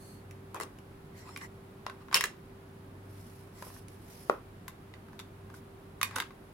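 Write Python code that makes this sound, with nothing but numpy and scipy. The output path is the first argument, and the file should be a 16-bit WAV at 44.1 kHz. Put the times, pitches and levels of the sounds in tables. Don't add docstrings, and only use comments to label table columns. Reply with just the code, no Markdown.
import sys
import numpy as np
from scipy import signal
from scipy.fft import rfft, irfft, next_fast_len
from scipy.io import wavfile
from scipy.ndimage import uniform_filter1d, map_coordinates

SR = 44100
rng = np.random.default_rng(int(sys.argv[2]) if len(sys.argv) > 2 else 0)


def generate_wav(sig):
    pcm = np.round(np.clip(np.atleast_2d(sig).T, -1, 1) * 32767).astype(np.int16)
    wavfile.write(sys.argv[1], SR, pcm)


N = 287973


# start in seconds, clack level in dB, hollow knock and treble tick
# in dB over the clack, ping of the struck spot in Hz, number of rebounds.
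CONTACTS = [(0.31, -54.5, -20, -1, 2370, 0), (0.545, -51.5, 9.5, 4, 1020, 0),
            (0.556, -57.5, 13, 3, 1140, 1), (0.6, -51.5, 12, 9.5, 1970, 0), (0.61, -48, 13, 3, 1067, 0),
            (0.634, -48, 1, 1.5, 1150, 0), (0.787, -60.5, 2, -1, 2950, 0), (1.362, -42.5, -5, -12, 2390, 0),
            (1.374, -50, -1, 3, 2800, 0), (1.414, -51.5, 2, -15, 1920, 0), (1.865, -40, 5, -14, 1390, 0),
            (1.898, -48, 4.5, -12, 1530, 0), (2.084, -60.5, 11, -16, 1410, 0),
            (2.113, -53, 9, -16, 1430, 0), (2.128, -39, 3, -8.5, 1540, 0),
            (2.1437, -20.5, -9.5, -3.5, 5380, 0), (2.1542, -28.5, -10, -1, 2790, 3),
            (2.209, -29, -8, -4, 1910, 0), (2.2394, -29, -5, -2, 1770, 0), (2.2561, -41, -15, 0, 2760, 0),
            (3.624, -48, 0.5, -3, 986, 0), (3.883, -57.5, -15, 2, 10100, 0), (4.6808, -45, 0, -2, 12240, 0),
            (4.939, -52, -4, -16, 2040, 0), (5.192, -46.5, -4.5, -4.5, 3665, 1),
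            (5.5406, -64.5, 9, 2, 1470, 0), (6.0137, -32, -3, -7.5, 1245, 0),
            (6.03, -25.5, -11, -3, 2500, 0), (6.111, -53, 5.5, -7, 2200, 0), (6.159, -47, -3, 6, 10540, 0),
            (6.162, -36, 3.5, -1, 1480, 0), (6.184, -40, 4.5, -1, 1250, 0),
            (6.2012, -31, -5.5, -9, 1590, 0), (6.2224, -43, 1.5, -10.5, 1220, 0),
            (6.307, -59.5, 4.5, -20, 1180, 0)]
PING_SPREAD = 0.084
def contacts(held_ring_db=-11, free_ring_db=-4, flight_s=.0066, shrink=.9, loss_db=1.0, dull_db=1.5):
    hits = []
    for start, db, knock_db, tick_db, ping_hz, rebounds in CONTACTS + finger_touches():
        hits.append((start, db, knock_db, tick_db, held_ring_db, ping_hz))
        for k in range(1, round(rebounds) + 1):
            start += flight_s * shrink ** (k - 1)
            spot_hz = ping_hz * np.exp(PING_SPREAD * rng.normal())
            hits.append((start, db - k * loss_db, knock_db, tick_db - k * dull_db, free_ring_db, spot_hz))
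    return hits


# centre in Hz, width in Hz, level in dB.
SHELL = [(1081, 220, 12), (1507, 300, 3), (2000, 226, 6), (2610, 570, 0), (3836, 230, -3), (4700, 860, -4),
         (6260, 930, -6), (7200, 497, -6.5), (8700, 910, -8.5), (10950, 770, -6), (12750, 1340, -35),
         (15300, 1500, -25.5)]
def clatter(knock_t60=.021, clack_t60=.028, tick_t60=.024, ping_t60=.03, snap_s=.00059, square_from_s=4.5):
    out, t = np.zeros((2, N)), np.arange(SR // 5) / SR
    unit_attack = lambda x: x / np.sqrt(np.mean(x[:, :round(.006 * SR)] ** 2))
    below = lambda hz, edge_hz: 1 / (1 + (hz / edge_hz) ** 4)
    bands = [lambda hz: (1 - below(hz, 750)) * below(hz, 1600),
             lambda hz: (1 - below(hz, 1600)) * below(hz, 6000),
             lambda hz: 1 - below(hz, 6000)]
    snap = 1 + amp(-1) * np.exp(-t / snap_s)
    shells, hits = [], contacts()
    for band, t60 in zip(bands, (knock_t60, clack_t60, tick_t60)):
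        bursts = rng.standard_normal((len(hits), 2, SR // 20)) * (snap * fade(t, t60))[:SR // 20]
        shells.append(filtered(bursts, lambda hz: band(hz) * resonances(SHELL, hz)))
    for (start, db, knock_db, tick_db, ring_db, ping_hz), *shell_bands in zip(hits, *shells):
        gains = amp([knock_db, 0, tick_db])
        drive = lambda hz: sum(gain * band(hz) for gain, band in zip(gains, bands))
        modes = LONG_MODES if start < square_from_s else SQUARE_MODES
        hit = amp(ring_db - 4) * block_ring(modes, drive, t)
        port_lag_s = rng.normal(.00005, .00003)
        ping = fade(t, ping_t60) * np.sin(2 * np.pi * ping_hz * np.array([t, t - port_lag_s]))
        hit += amp(-1) * drive(ping_hz) * unit_attack(ping)
        for burst, gain in zip(shell_bands, gains):
            add(hit, 0, gain * unit_attack(stereo(burst, NEAR_LIKENESS)))
        add(out, start, amp(db) * in_room(hit, wet_db=-9))
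    return out


# pitch in Hz, level in dB, seconds to fall 60 dB.
LONG_MODES = [(1520, -17.5, .08), (1940, -6, 0.112), (2780, 1.5, 0.063), (3260, -0.5, 0.077),
              (3700, -6, 0.13), (5420, -5, 0.093), (5400, -1, 0.15), (6880, -18, .08), (7375, -6.5, 0.073),
              (8301, -11.5, .08), (9340, -1.5, 0.074), (10100, 3.5, 0.027)]
SQUARE_MODES = [(1140, 0, 0.076), (1554, 2, 0.15), (2090, -24, .06), (2500, -6, 0.047), (2960, -9, 0.057),
                (3670, 5, 0.089), (4460, 0, 0.068), (5860, 4, .05), (7360, 4, 0.047), (12400, 2, 0.07)]
def block_ring(modes, drive, t, spread_s=.00007):
    hz, db, t60 = np.transpose(modes)
    turns = rng.random(len(hz)) + hz * spread_s * rng.standard_normal((2, len(hz)))
    weights = drive(hz) * amp(db + rng.normal(0, 1.6, turns.shape)) * np.exp(2j * np.pi * turns)
    partials = fade(t, t60[:, None]) * np.exp(2j * np.pi * hz[:, None] * t)
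    return (weights @ partials).imag


GRIP_SHIFTS = [(3.7, 3.8), (5.0, 5.14), (5.49, 5.55)]
def finger_touches(per_shift=2, db=-64, spread_db=1.5, knock_db=8.5, tick_db=-8.5, ping_hz=1680):
    return [(rng.uniform(*sorted(span)), db - spread_db * rng.normal(), knock_db, tick_db,
             ping_hz * np.exp(PING_SPREAD * rng.normal()), 0)
            for span in np.repeat(GRIP_SHIFTS, per_shift, axis=0)]


# start in seconds, gain in dB, desk shudder in dB over the push.
THUMPS = [(.546, -7.5, 7), (0.602, -11, 13), (1.866, -3.5, -3.5), (2.155, -7.5, 10.5), (2.24, -8.5, 6),
          (3.624, -9, 0.5), (3.668, -12.5, 1.5), (4.2977, 20, -14.5), (6.163, -8, 9)]
# frequency in Hz, gain in dB.
THUMP_TONE = [(60, -29), (200, -12.5), (330, 0), (480, 2.5), (750, -5), (1050, 0.5), (1400, -5.5),
              (1700, -15), (2400, -21.5), (3500, -30.5), (8000, -41.5), (16000, -44.5)]
def thumps(rock_s=0.001544, rock_db=-6, port_lag_s=.00018, shudder_t60=0.26):
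    out, t = np.zeros((2, N)), np.arange(SR // 5) / SR
    for start, db, shudder_db in THUMPS:
        shudder = stereo(rng.standard_normal((2, len(t))) * fade(t, shudder_t60), NEAR_LIKENESS)
        push = amp(shudder_db) * unit(shudder) / np.sqrt(len(t))
        for port, lag in enumerate((0, port_lag_s)):
            push[port, round(lag * SR)] += 1
            push[port, round((lag + rock_s) * SR)] += amp(rock_db)
        thud = filtered(push, lambda hz: amp(curve(THUMP_TONE, hz)))
        add(out, start, amp(db) * in_room(thud, wet_db=-10.5))
    return out


# start in seconds, length in seconds, peak in dB.
STUD_SCRAPES = [(2.0, 0.036, -54.5), (2.115, 0.045, -38), (6.04, 0.25, -50), (6.14, 0.077, -43.5)]
DRAGS = [(0.535, .075, -44.5), (1.24, .09, -53)]
# centre in Hz, width in Hz, level in dB.
CAVITY = [(996, 150, 3), (2460, 210, -7.5)]
def scrapes():
    studs = rub(STUD_SCRAPES, lambda hz: resonances(SHELL, hz) / np.hypot(1, hz / 2600), rough_db=0.0)
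    drone = rub(DRAGS, lambda hz: resonances(CAVITY, hz), rough_db=3.0)
    return stereo(studs + drone, NEAR_LIKENESS)


# start in seconds, length in seconds, peak in dB.
SQUARE_SLIDES = [(-0.11, 0.36, -59)]
LONG_SLIDES = [(0.603, 0.039, -43), (1.13, 0.13, -54.5), (1.2, 0.27, -56.5), (1.395, .085, -48.5),
               (3.5, 0.19, -61)]
TRAY_SLIDES = [(2.97, .6, -61.5), (3.52, 0.34, -53), (3.86, .14, -62.5), (3.94, 0.48, -57),
               (5.52, 0.095, -59)]
# centre in Hz, width in Hz, level in dB.
SQUARE_BODY = [(4380, 160, 0), (6400, 350, -9), (8300, 650, -9), (10400, 770, -7), (12600, 900, -12)]
LONG_BODY = [(1020, 180, 0), (1960, 170, 3), (2780, 220, -24), (4240, 490, -8.5), (5470, 320, -5),
             (7270, 340, -5), (9640, 640, -10.5), (12100, 450, -12.5)]
# frequency in Hz, gain in dB.
MAT_TONE = [(300, -13), (1000, -3), (2200, -1.5), (3700, -4.5), (5400, 0), (6500, -4.5), (8000, -4.5),
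            (10000, 2), (12500, -1.5), (15500, -8.5)]
def slides():
    square = rub(SQUARE_SLIDES, lambda hz: resonances(SQUARE_BODY, hz), rough_db=0.5, patchy_db=-1.0)
    long = rub(LONG_SLIDES, lambda hz: resonances(LONG_BODY, hz), rough_db=-0.5)
    tray = rub(TRAY_SLIDES, lambda hz: amp(curve(MAT_TONE, hz)), rough_db=2.0, patchy_db=2.0)
    return square + long + tray


def rub(strokes, colour, rough_db, patchy_db=4.5):
    slips = rng.standard_normal((2, N)) * amp(rough_db * wobble(160))
    spectra = signal.stft(slips, nperseg=256)[2]
    patches = uniform_filter1d(rng.standard_normal(spectra.shape[1:]), size=3, axis=0)
    patches = uniform_filter1d(patches, size=20, axis=1)
    slips = signal.istft(spectra * amp(patchy_db * unit(patches)), nperseg=256)[1][:, :N]
    return hand_swell(strokes) * unit(filtered(slips, colour))


def hand_swell(strokes, speed_power=1.4):
    t, power = np.arange(N) / SR, np.zeros(N)
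    for start, length, db in strokes:
        speed = np.abs(np.sin(np.pi * np.clip((t - start) / length, 0, 1)))
        power += (amp(db) * speed ** speed_power) ** 2
    return np.sqrt(power)


# frequency in Hz, seconds to fall 60 dB.
ROOM_DECAY = [(200, 0.2), (1000, 0.2), (2700, 0.23), (7000, 0.19), (15000, 0.14)]
def in_room(sound, wet_db, wall_s=.0125, wall_db=-6, wall_t60=0.027, build_s=0.0014):
    hz, t, spectra = signal.stft(rng.standard_normal((2, SR // 2)), SR, nperseg=256)
    tail = signal.istft(spectra * fade(t, curve(ROOM_DECAY, hz)[:, None]), SR, nperseg=256)[1]
    t = np.arange(tail.shape[1]) / SR
    wall = (t > wall_s) * fade(np.abs(t - wall_s), wall_t60) * rng.standard_normal(tail.shape)
    answer = unit(tail * (1 - np.exp(-t / build_s))) + amp(wall_db) * unit(wall)
    answer = stereo(answer, ROOM_LIKENESS) / np.sqrt(len(t))
    out = amp(wet_db) * signal.fftconvolve(sound, answer, axes=1)
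    add(out, 0, sound)
    return out


# pitch in Hz, level in dB, depth of the waver as a fraction.
HUM_TONES = [(97.4, -56.5, 0.34), (389.4, -60, 0.24)]
def appliance_hum():
    t, hum = np.arange(N) / SR, np.zeros(N)
    for hz, db, depth in HUM_TONES:
        waver = 1 + depth * (wobble(4.43) + 1j * wobble(3.3))
        hum += amp(db) * unit(np.real(waver * np.exp(2j * np.pi * hz * t)))
    return hum


# frequency in Hz, relative level in dB.
AIR_TONE = [(15, -46), (28, -12.5), (45, -10.5), (80, -12.5), (120, -8.5), (160, -7), (290, -12.5),
            (490, -18), (1130, -22.5), (2760, -33.5), (4300, -38.5), (6300, -44), (9000, -43), (10900, -39),
            (12500, -43), (16000, -45.5)]
def room_air(db=-52.0):
    noise = stereo(rng.standard_normal((2, N)), ROOM_LIKENESS)
    return amp(db) * unit(filtered(noise, lambda hz: amp(curve(AIR_TONE, hz))))


# frequency in Hz, left-right likeness from 0 (wide) to 1 (mono).
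NEAR_LIKENESS = [(300, 0.94), (1100, 0.79), (2200, 0.39), (4000, 0), (15000, 0.61)]
ROOM_LIKENESS = [(60, 0.954), (130, 1), (290, 0.94), (640, 0.065), (1400, 0), (15000, 0)]
def stereo(pair, likeness):
    mid, side = filtered(pair, lambda hz: np.sqrt((1 + np.outer([1, -1], curve(likeness, hz))) / 2))
    return np.array([mid + side, mid - side])


# frequency in Hz, left over right in dB.
NEAR_BALANCE = [(150, 2.5), (380, -5.5), (700, 3), (1300, 0.5), (3400, -1.5), (4800, 2), (6400, 6),
                (7800, 1.5), (9000, -13), (10200, -21.5), (12500, -15), (15500, -9)]
ROOM_BALANCE = [(110, 0), (380, -2.5), (700, 2.5), (1200, -2.5), (2400, 0), (6400, 2.5), (8000, 0),
                (10300, -21), (13000, -8), (15500, -10)]
def ports(x, balance):
    return filtered(x, lambda hz: np.sqrt(2 / (1 + amp(np.outer([-2, 2], curve(balance, hz))))))


def amp(db):
    return 10 ** (np.asarray(db) / 20)


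def unit(x):
    return x / np.sqrt(np.mean(x ** 2) + 1e-20)


def fade(t, t60):
    return np.exp(-np.log(1000) * t / t60)


def curve(points, hz):
    knots_hz, values = np.transpose(points)
    return np.interp(np.log(hz + 1), np.log(knots_hz + 1), values)


def wobble(rate):
    return map_coordinates(rng.standard_normal(int(N * rate / SR) + 4), [np.arange(N) * rate / SR])


def resonances(modes, hz):
    return np.sqrt(sum(amp(2 * db) * (hz * width) ** 2 / ((centre ** 2 - hz ** 2) ** 2 + (hz * width) ** 2)
                       for centre, width, db in modes))


def filtered(x, gain):
    n = x.shape[-1]
    size = 2 * next_fast_len(n // 2 + SR // 20)
    cepstrum = irfft(np.log(np.maximum(gain(np.fft.rfftfreq(size, 1 / SR)), 1e-5)), size)
    cepstrum[..., 1:size // 2] *= 2
    cepstrum[..., size // 2 + 1:] = 0
    return irfft(rfft(x, size) * np.exp(rfft(cepstrum)), size)[..., :n]


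def add(track, start, sound):
    part = track[:, round(start * SR):][:, :sound.shape[1]]
    part += sound[:, :part.shape[1]]


def scene():
    desk = clatter() + thumps() + slides() + scrapes()
    return ports(desk, NEAR_BALANCE) + ports(appliance_hum() + room_air(), ROOM_BALANCE)


def record(dry, top_hz=16000):
    size = next_fast_len(N + SR // 2)
    return irfft(rfft(dry, size) * (np.fft.rfftfreq(size, 1 / SR) < top_hz), size)[:, :N]


dry = scene()
out = record(dry)
generate_wav(out)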